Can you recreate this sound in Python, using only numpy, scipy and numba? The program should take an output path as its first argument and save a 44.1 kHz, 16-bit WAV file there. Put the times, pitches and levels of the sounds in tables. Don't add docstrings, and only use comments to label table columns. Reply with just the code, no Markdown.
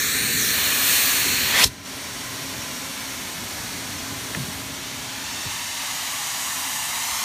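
import sys
import numpy as np
from scipy import signal
from scipy.fft import rfft, irfft
from scipy.io import wavfile
from scipy.ndimage import uniform_filter1d
from numba import njit

SR = 44100
rng = np.random.default_rng(int(sys.argv[2]) if len(sys.argv) > 2 else 0)


def to_wav(sig):
    pcm = np.clip(np.atleast_2d(sig), -1, 1) * 32767
    pcm = np.round(pcm).astype(np.int16)
    wavfile.write(sys.argv[1], SR, pcm.T)


def ratio(d):
    e = np.asarray(d, float) / 20
    return 10 ** e


N = 319284
TIME = np.arange(N) / SR
SHUT_S = 1.647
BEFORE_SHUT = np.arange(N) < SHUT_S * SR
AFTER_SHUT = np.arange(N) > SHUT_S * SR


def curve(table):
    s, *columns = np.transpose(table)
    return [np.interp(TIME, s, column) for column in columns]


def bump(s, length):
    return np.exp(-((TIME - s) / length) ** 2)


def walk(rate):
    k = int(SR / rate)
    held = np.repeat(rng.standard_normal(N // k + 1), k)
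    return 1.3 * uniform_filter1d(uniform_filter1d(held, k), k)[:N]


def unit(x, lo_hz=20, hi_hz=20000):
    part = signal.sosfilt(signal.butter(4, [lo_hz, hi_hz], "band", fs=SR, output="sos"), x)
    return x / np.sqrt(np.mean(part ** 2))


@njit
def svf(x, hz, width):
    y, b, l = np.empty(len(x)), 0., 0.
    for i in range(len(x)):
        g, k = np.tan(np.pi * hz[i] / SR), width[i] / hz[i]
        v = (b + g * (x[i] - l)) / (1 + g * (g + k))
        b, l, y[i] = 2 * v - b, l + 2 * g * v, k * v
    return y


def band(x, hz, width):
    return svf(x, hz + np.zeros(N), width + np.zeros(N))


def steep_noise(hz, width):
    return unit(band(band(rng.standard_normal(N), hz, width), hz, width))


def air(colour, treble_db=0, body_db=0, flicker_db=.5):
    hz = np.fft.rfftfreq(N, 1 / SR) + 1
    points_hz, points_db = np.transpose(colour)
    colour_db = np.interp(np.log(hz), np.log(points_hz), points_db)
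    spectrum = rfft(rng.standard_normal(N)) * ratio(colour_db)
    out = 0
    for centre in 25 * 2 ** np.arange(0, 9.6, .5):
        window = np.cos(np.pi * np.clip(np.log2(hz / centre), -.5, .5)) ** 2
        top, low = np.clip(np.log2([centre / 4500, 2200 / centre]), 0, 1)
        level_db = flicker_db * walk(6) + top * treble_db + low * body_db
        out = out + irfft(spectrum * window, N) * ratio(level_db)
    return out


def echo(x, ms, strength, top_hz=9000):
    dull = signal.sosfiltfilt(signal.butter(2, top_hz, fs=SR, output="sos"), x)
    late = np.interp(np.abs(np.arange(N) - ms * SR / 1000), np.arange(N), dull)
    return (x + strength * late) / np.sqrt(1 + strength ** 2)


def duck():
    duck_db, step_db, hold_until_s, recover_s = -8, 5, 1.845, 0.11
    creep = (duck_db + step_db) * np.exp(-np.clip(TIME - hold_until_s, 0, None) / recover_s)
    db = np.where(TIME < hold_until_s, duck_db, creep) * (TIME > SHUT_S)
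    return uniform_filter1d(db, size=1300)


# time in seconds, level in dB, treble won or lost by the aim in dB.
HOSE_LEVEL = [(0, -27.5, 0.5), (.2, -26.5, -1.5), (.4, -27, 2.5), (.6, -25, 0), (.8, -25, 1),
              (.92, -22, 0.5), (1.15, -24, -.5), (1.5, -25, 0), (1.55, -24.5, -7)]
# pitch in Hz, strength in dB per Hz.
HOSE_COLOUR = [(240, -28), (400, -14.5), (783, -13), (1470, -6), (1730, -2), (2080, -3), (2460, -2),
               (3240, -2), (4200, 0), (4900, -8.5), (6650, -2.5), (9020, -5), (10500, -7.5), (14500, -4),
               (15400, -4.5)]
# time in seconds, pitch in Hz, level in dB.
RIM = [(0, 6250, -28), (.1, 7600, -28.5), (.22, 9400, -26), (.32, 8000, -32), (.42, 6060, -24.5),
       (.5, 5860, -30), (.6, 5500, -52)]
# time in seconds, echo delay in ms, echo strength from 0 to 1.
HAND = [(0, .54, .72), (.15, .49, .62), (.3, .45, .62), (.4, .5, .68), (.5, 0.52, .4), (.62, 0.36, .1),
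        (1.12, 0.42, 0.12), (1.4, .43, .3), (1.6, 0.3, 0.13)]
# pitch in Hz, width in Hz, lift as a share.
MOUTH = [(1800, 180, 0.2), (2400, 180, 0.42), (4310, 230, 0.65), (5680, 310, 0.3)]


def hose():
    db, aim_db = curve(HOSE_LEVEL)
    ms, hand = curve(HAND)
    body_db = 8.5 - 1.26 * (db - db[0])
    body_db = body_db + 7.5 * bump(SHUT_S, 0.11)
    body_db = body_db - 12 * AFTER_SHUT
    treble_db = aim_db + 0.74 * walk(6.45)
    rush = unit(air(HOSE_COLOUR, treble_db, body_db), 1350, 4930) * ratio(db)
    rush = echo(rush, ms, np.clip(hand, 0, 1), top_hz=4500)
    rush = rush + sum(lift * band(rush, hz, width) for hz, width, lift in MOUTH)
    rush = rush - np.clip(0.95 * hand, 0, 1) * band(rush, 616, 370)
    rim_hz, rim_db = curve(RIM)
    glint = unit(band(rng.standard_normal(N), rim_hz, 900))
    rush = rush + glint * ratio(rim_db) * (rim_db > rim_db[-1])
    after = np.clip(TIME - SHUT_S, 0, None)
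    t60_s = 0.082
    return rush * ratio(-7.5 * (after > 0) - 60 * after / t60_s)


# time in seconds, level in dB.
RUMBLE_LEVEL = [(0, -39.5), (.38, -37), (1, -42), (1.43, -37.5), (1.93, -43.5), (2.44, -41.5), (2.92, -44),
                (4.3, -40), (5.36, -45), (5.7, -49.5), (7.24, -49.5)]
# pitch in Hz, strength in dB per Hz.
RUMBLE_COLOUR = [(15, -66), (25, -36), (35, -57), (45, -9), (92, -2), (108, -0.5), (134, -4), (184, -5),
                 (214, -3.5), (265, -1), (332, -10), (420, -8.5), (550, -26.5), (920, -120)]
# pitch in Hz, rms level in dB, wander in Hz.
BLOWER_TONES = [
    (270.5, -52, 2.15),
    (1016, -55, 2.4),
]


def blower():
    db, = curve(RUMBLE_LEVEL)
    tones = 0
    for hz, tone_db, wander_hz in BLOWER_TONES:
        hidden_db = -6 * (hz > 500) * BEFORE_SHUT
        level = ratio(tone_db + 2.2 * walk(8) + hidden_db)
        phase = 2 * np.pi * np.cumsum(hz + wander_hz * walk(14)) / SR
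        tones = tones + level * np.sin(phase)
    near = ratio(0.57 * (db - db[3 * SR]))
    rumble = unit(air(RUMBLE_COLOUR, flicker_db=0.7)) * ratio(db + 1.5)
    return (rumble + np.sqrt(2) * tones * near) * ratio(0.68 + 0.53 * duck())


# time in seconds, level in dB, treble won or lost by the aim in dB.
RUSH_LEVEL = [(2, -33.5, -0.5), (2.7, -33, 0.5), (3, -33.5, 1), (3.7, -33.5, 1), (4.35, -33.5, 1),
              (4.65, -34.5, 0), (4.9, -33, -2), (5.25, -31.8, -1.5), (5.5, -29.8, -1.5), (5.7, -30.5, -1),
              (5.9, -29, -.5), (6.3, -29.5, 2), (6.9, -29, 2.5), (7.24, -26.5, 1)]
# pitch in Hz, strength in dB per Hz.
ROOM_COLOUR = [(180, -35), (300, -23), (476, -13), (640, -3), (743, -8.5), (1050, -5.5), (1200, -8),
               (1580, -6), (2280, -4), (2470, -6.5), (4470, -5.5), (5020, -8), (5640, -5.5), (13500, -16),
               (15400, -18.5)]
# pitch in Hz, strength in dB per Hz.
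VENT_COLOUR = [(180, -56), (300, -64), (424, -30), (453, -30), (484, -17.5), (580, -13), (662, -8.5),
               (935, -2.5), (1440, -6), (1900, -4.5), (5020, -7), (6760, -4.5), (15400, -16)]
# time in seconds, vent share from 0 to 1, floor echo delay in ms, echo strength from 0 to 1.
APPROACH = [(4.5, .01, 1.8, 0.3), (4.95, .3, 1.3, 0.26), (5.3, 0.8, 1.12, 0.3), (6.0, 0.94, 1.02, 0.22),
            (6.85, 0.97, 1.04, 0.3), (7.0, 0.97, 1.015, .36), (7.24, 0.96, 0.91, 0.36)]


def room_and_vent():
    db, facing_db = curve(RUSH_LEVEL)
    duck_db = duck()
    treble_db = facing_db + 0.41 * duck_db
    body_db = 0.53 * facing_db - 0.11 * duck_db
    share, ms, strength = curve(APPROACH)
    share = np.clip(share, 0, 1)
    room = unit(air(ROOM_COLOUR, treble_db + .6, body_db + .8), 720, 6300)
    vent = unit(air(VENT_COLOUR, treble_db - 1.0, body_db - 2.0), 700, 6600)
    vent = echo(vent, ms, np.clip(strength, 0, 1), top_hz=10700)
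    mix = np.sqrt(1 - share) * room + np.sqrt(share) * vent
    return mix * ratio(db + duck_db - 11 * BEFORE_SHUT)


# echo delay in ms, strength from 0 to 1, drift in ms.
NEARBY = [(2.1, 0.12, 0.28), (3.7, 0.1, 0.312), (5.9, 0.17, 0.386)]


def nearby(x):
    for ms, strength, drift_ms in NEARBY:
        x = echo(x, ms + drift_ms * walk(1.5), strength, top_hz=12200)
    return x


# time in seconds, length in seconds,
# extra depth of the lower dip, extra depth of the upper dip, pitch of the lower dip in Hz.
TURNS = [(.205, .035, .6, .3, 4880), (.24, 0.12, .2, .3, 4950), (.275, .04, .15, .35, 5000),
         (.38, .04, .3, -.1, 5250), (.58, .08, 0.11, 0.12, 5000), (1.298, 0.055, .65, .1, 4900),
         (1.45, .12, .15, 0.38, 5150)]
# pitch in Hz, width in Hz, depth from 0 to 1.
MIDDLE_DIP = (7550, 800, 0.32)


def shadow(x):
    usual_hz = 5020
    dip_hz, dip, upper_dip = usual_hz, 0.25, 0.35
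    for s, length, lower, upper, hz in TURNS:
        away = bump(s, length)
        dip_hz = dip_hz + (hz - usual_hz) * away
        dip = dip + lower * away
        upper_dip = upper_dip + upper * away
    for _ in range(2):
        x = x - np.clip(dip, 0, 1) ** 1.25 * band(x, dip_hz, 310)
        x = x - np.clip(upper_dip, 0, 1) ** 1.35 * band(x, 10460, 1000)
    hz, width, depth = MIDDLE_DIP
    return x - depth * band(x, hz, width)


# time in seconds, level in dB, pitch in Hz, time to fade by 60 dB in seconds.
KNOCKS = [
    (1.262, -24, 227, 0.18),
    (1.653, -15.5, 82, 0.16),
    (4.349, -29, 170, 0.64),
    (4.372, -26.5, 125, 0.7),
    (5.455, -31, 103, 0.47),
    (7.12, -38, 48, .25),
]
# time in seconds, level in dB, pitch in Hz.
TICKS = [
    (1.653, -19, 248),
    (4.348, -20.5, 1750),
    (4.349, -28, 500),
    (5.455, -36, 400),
]


def knocks():
    out, t = np.zeros(N + SR), np.arange(SR) / SR
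    for s, db, hz, t60 in KNOCKS:
        start = int(s * SR)
        sag = np.sin(2 * np.pi * hz * (t + 0.0101 * (1 - np.exp(-t / 0.014))))
        rough = steep_noise(hz, 0.78 * hz)[:SR] * (1 - np.exp(-t / 0.0056))
        boom = sag * ratio(-90 * t / t60) + 0.58 * rough
        out[start:start + SR] += boom * ratio(db - 60 * t / t60)
    for s, db, hz in TICKS:
        start = int(s * SR)
        out[start:start + SR] += steep_noise(hz, 0.6 * hz)[:SR] * ratio(db - 60 * t / 0.035)
    return out[:N]


# time in seconds, pitch in Hz, jet level in dB.
GAP = [(1.48, 2300, -43), (1.55, 2010, -24.5), (1.6, 1930, -18), (1.636, 3140, -18), (1.643, 4030, -9.5),
       (1.649, 4070, -22), (1.676, 4200, -29), (1.69, 4190, -43), (1.8, 4150, -64)]


def gap():
    step_hz, upper_db, q = 1350, -3, 4.2
    hz, spit_db = curve(GAP)
    squeal_db = 5 * bump(1.643, 0.0033)
    db = spit_db + squeal_db - 6 * AFTER_SHUT
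    jet = rng.standard_normal(N)
    low, high = (unit(band(band(jet, f, f / q), f, f / q)) for f in (hz, hz + step_hz))
    spit = unit(band(rng.standard_normal(N), 1.3 * hz, 9000)) * ratio(spit_db)
    song = (low + ratio(upper_db) * high) * ratio(db)
    return (song + spit) * (TIME > GAP[0][0]) * (TIME < GAP[-1][0])


# pitch in Hz, width in Hz, level in dB, loudest at and lasting, in seconds.
LEAK = (5620, 170, -47, 2.45, .7)


def leak():
    hz, width, db, s, length = LEAK
    return steep_noise(hz, width) * ratio(db + 1.5 * walk(6)) * bump(s, length)


def scene():
    mono = shadow(nearby(hose() + room_and_vent())) + gap() + leak() + blower() + knocks()
    return np.array([mono, mono])


def spectral_holes(x):
    top_hz = 15290
    window = np.sin(np.pi * (np.arange(2048) + .5) / 2048)
    hz, _, z = signal.stft(x, SR, window, nperseg=2048, noverlap=1024)
    cell = uniform_filter1d(np.abs(z) ** 2, size=7, axis=0)
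    mask = uniform_filter1d(cell, size=90, axis=0)
    limit_db = -6.9 + 4.0 * np.log2((hz + 1) / 10000)
    quiet_db = np.clip(10 * np.log10(np.median(mask) / (mask + 1e-20)), 0, 10)
    heard = cell > mask * ratio(2 * (limit_db[:, None] + .25 * quiet_db))
    keep = heard | (hz < 4400)[:, None]
    z = z * keep * (hz < top_hz)[:, None]
    return signal.istft(z, SR, window, nperseg=2048, noverlap=1024)[1][:N]


def fills(mono):
    fill_s, fills_per_s = .046, 3.5
    low_hz, high_hz, width_hz = 4020, 13000, 1870
    side, size = np.zeros(N), int(fill_s * SR)
    hz = np.fft.rfftfreq(size, 1 / SR)
    fade = np.sin(np.pi * np.arange(size) / size) ** 2
    for when, where, wide in rng.random((int(fills_per_s * N / SR), 3)):
        s = fill_s + when * (N / SR - 2 * fill_s)
        lo_hz = low_hz + where * (high_hz - low_hz)
        if abs(s - SHUT_S) < 3 * fill_s:
            continue
        hi_hz = lo_hz + width_hz * (0.59 + .8 * wide)
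        start = int(s * SR) - size // 2
        part = slice(start, start + size)
        turned = rfft(mono[part]) * np.exp(2j * np.pi * rng.random(len(hz)))
        turned = turned * (hz > lo_hz) * (hz < hi_hz)
        side[part] += irfft(turned, size) * fade * ratio(-4.5)
    return np.array([side, -side])


def band_limit(x):
    return signal.sosfilt(signal.butter(12, 16470, fs=SR, output="sos"), x)


def record(dry):
    x = np.tanh(1.288 * dry[0]) / 1.314
    x = signal.sosfilt(signal.butter(2, 38, "high", fs=SR, output="sos"), x)
    x = spectral_holes(x)
    return band_limit(x + fills(x))


dry = scene()
out = record(dry)
to_wav(out)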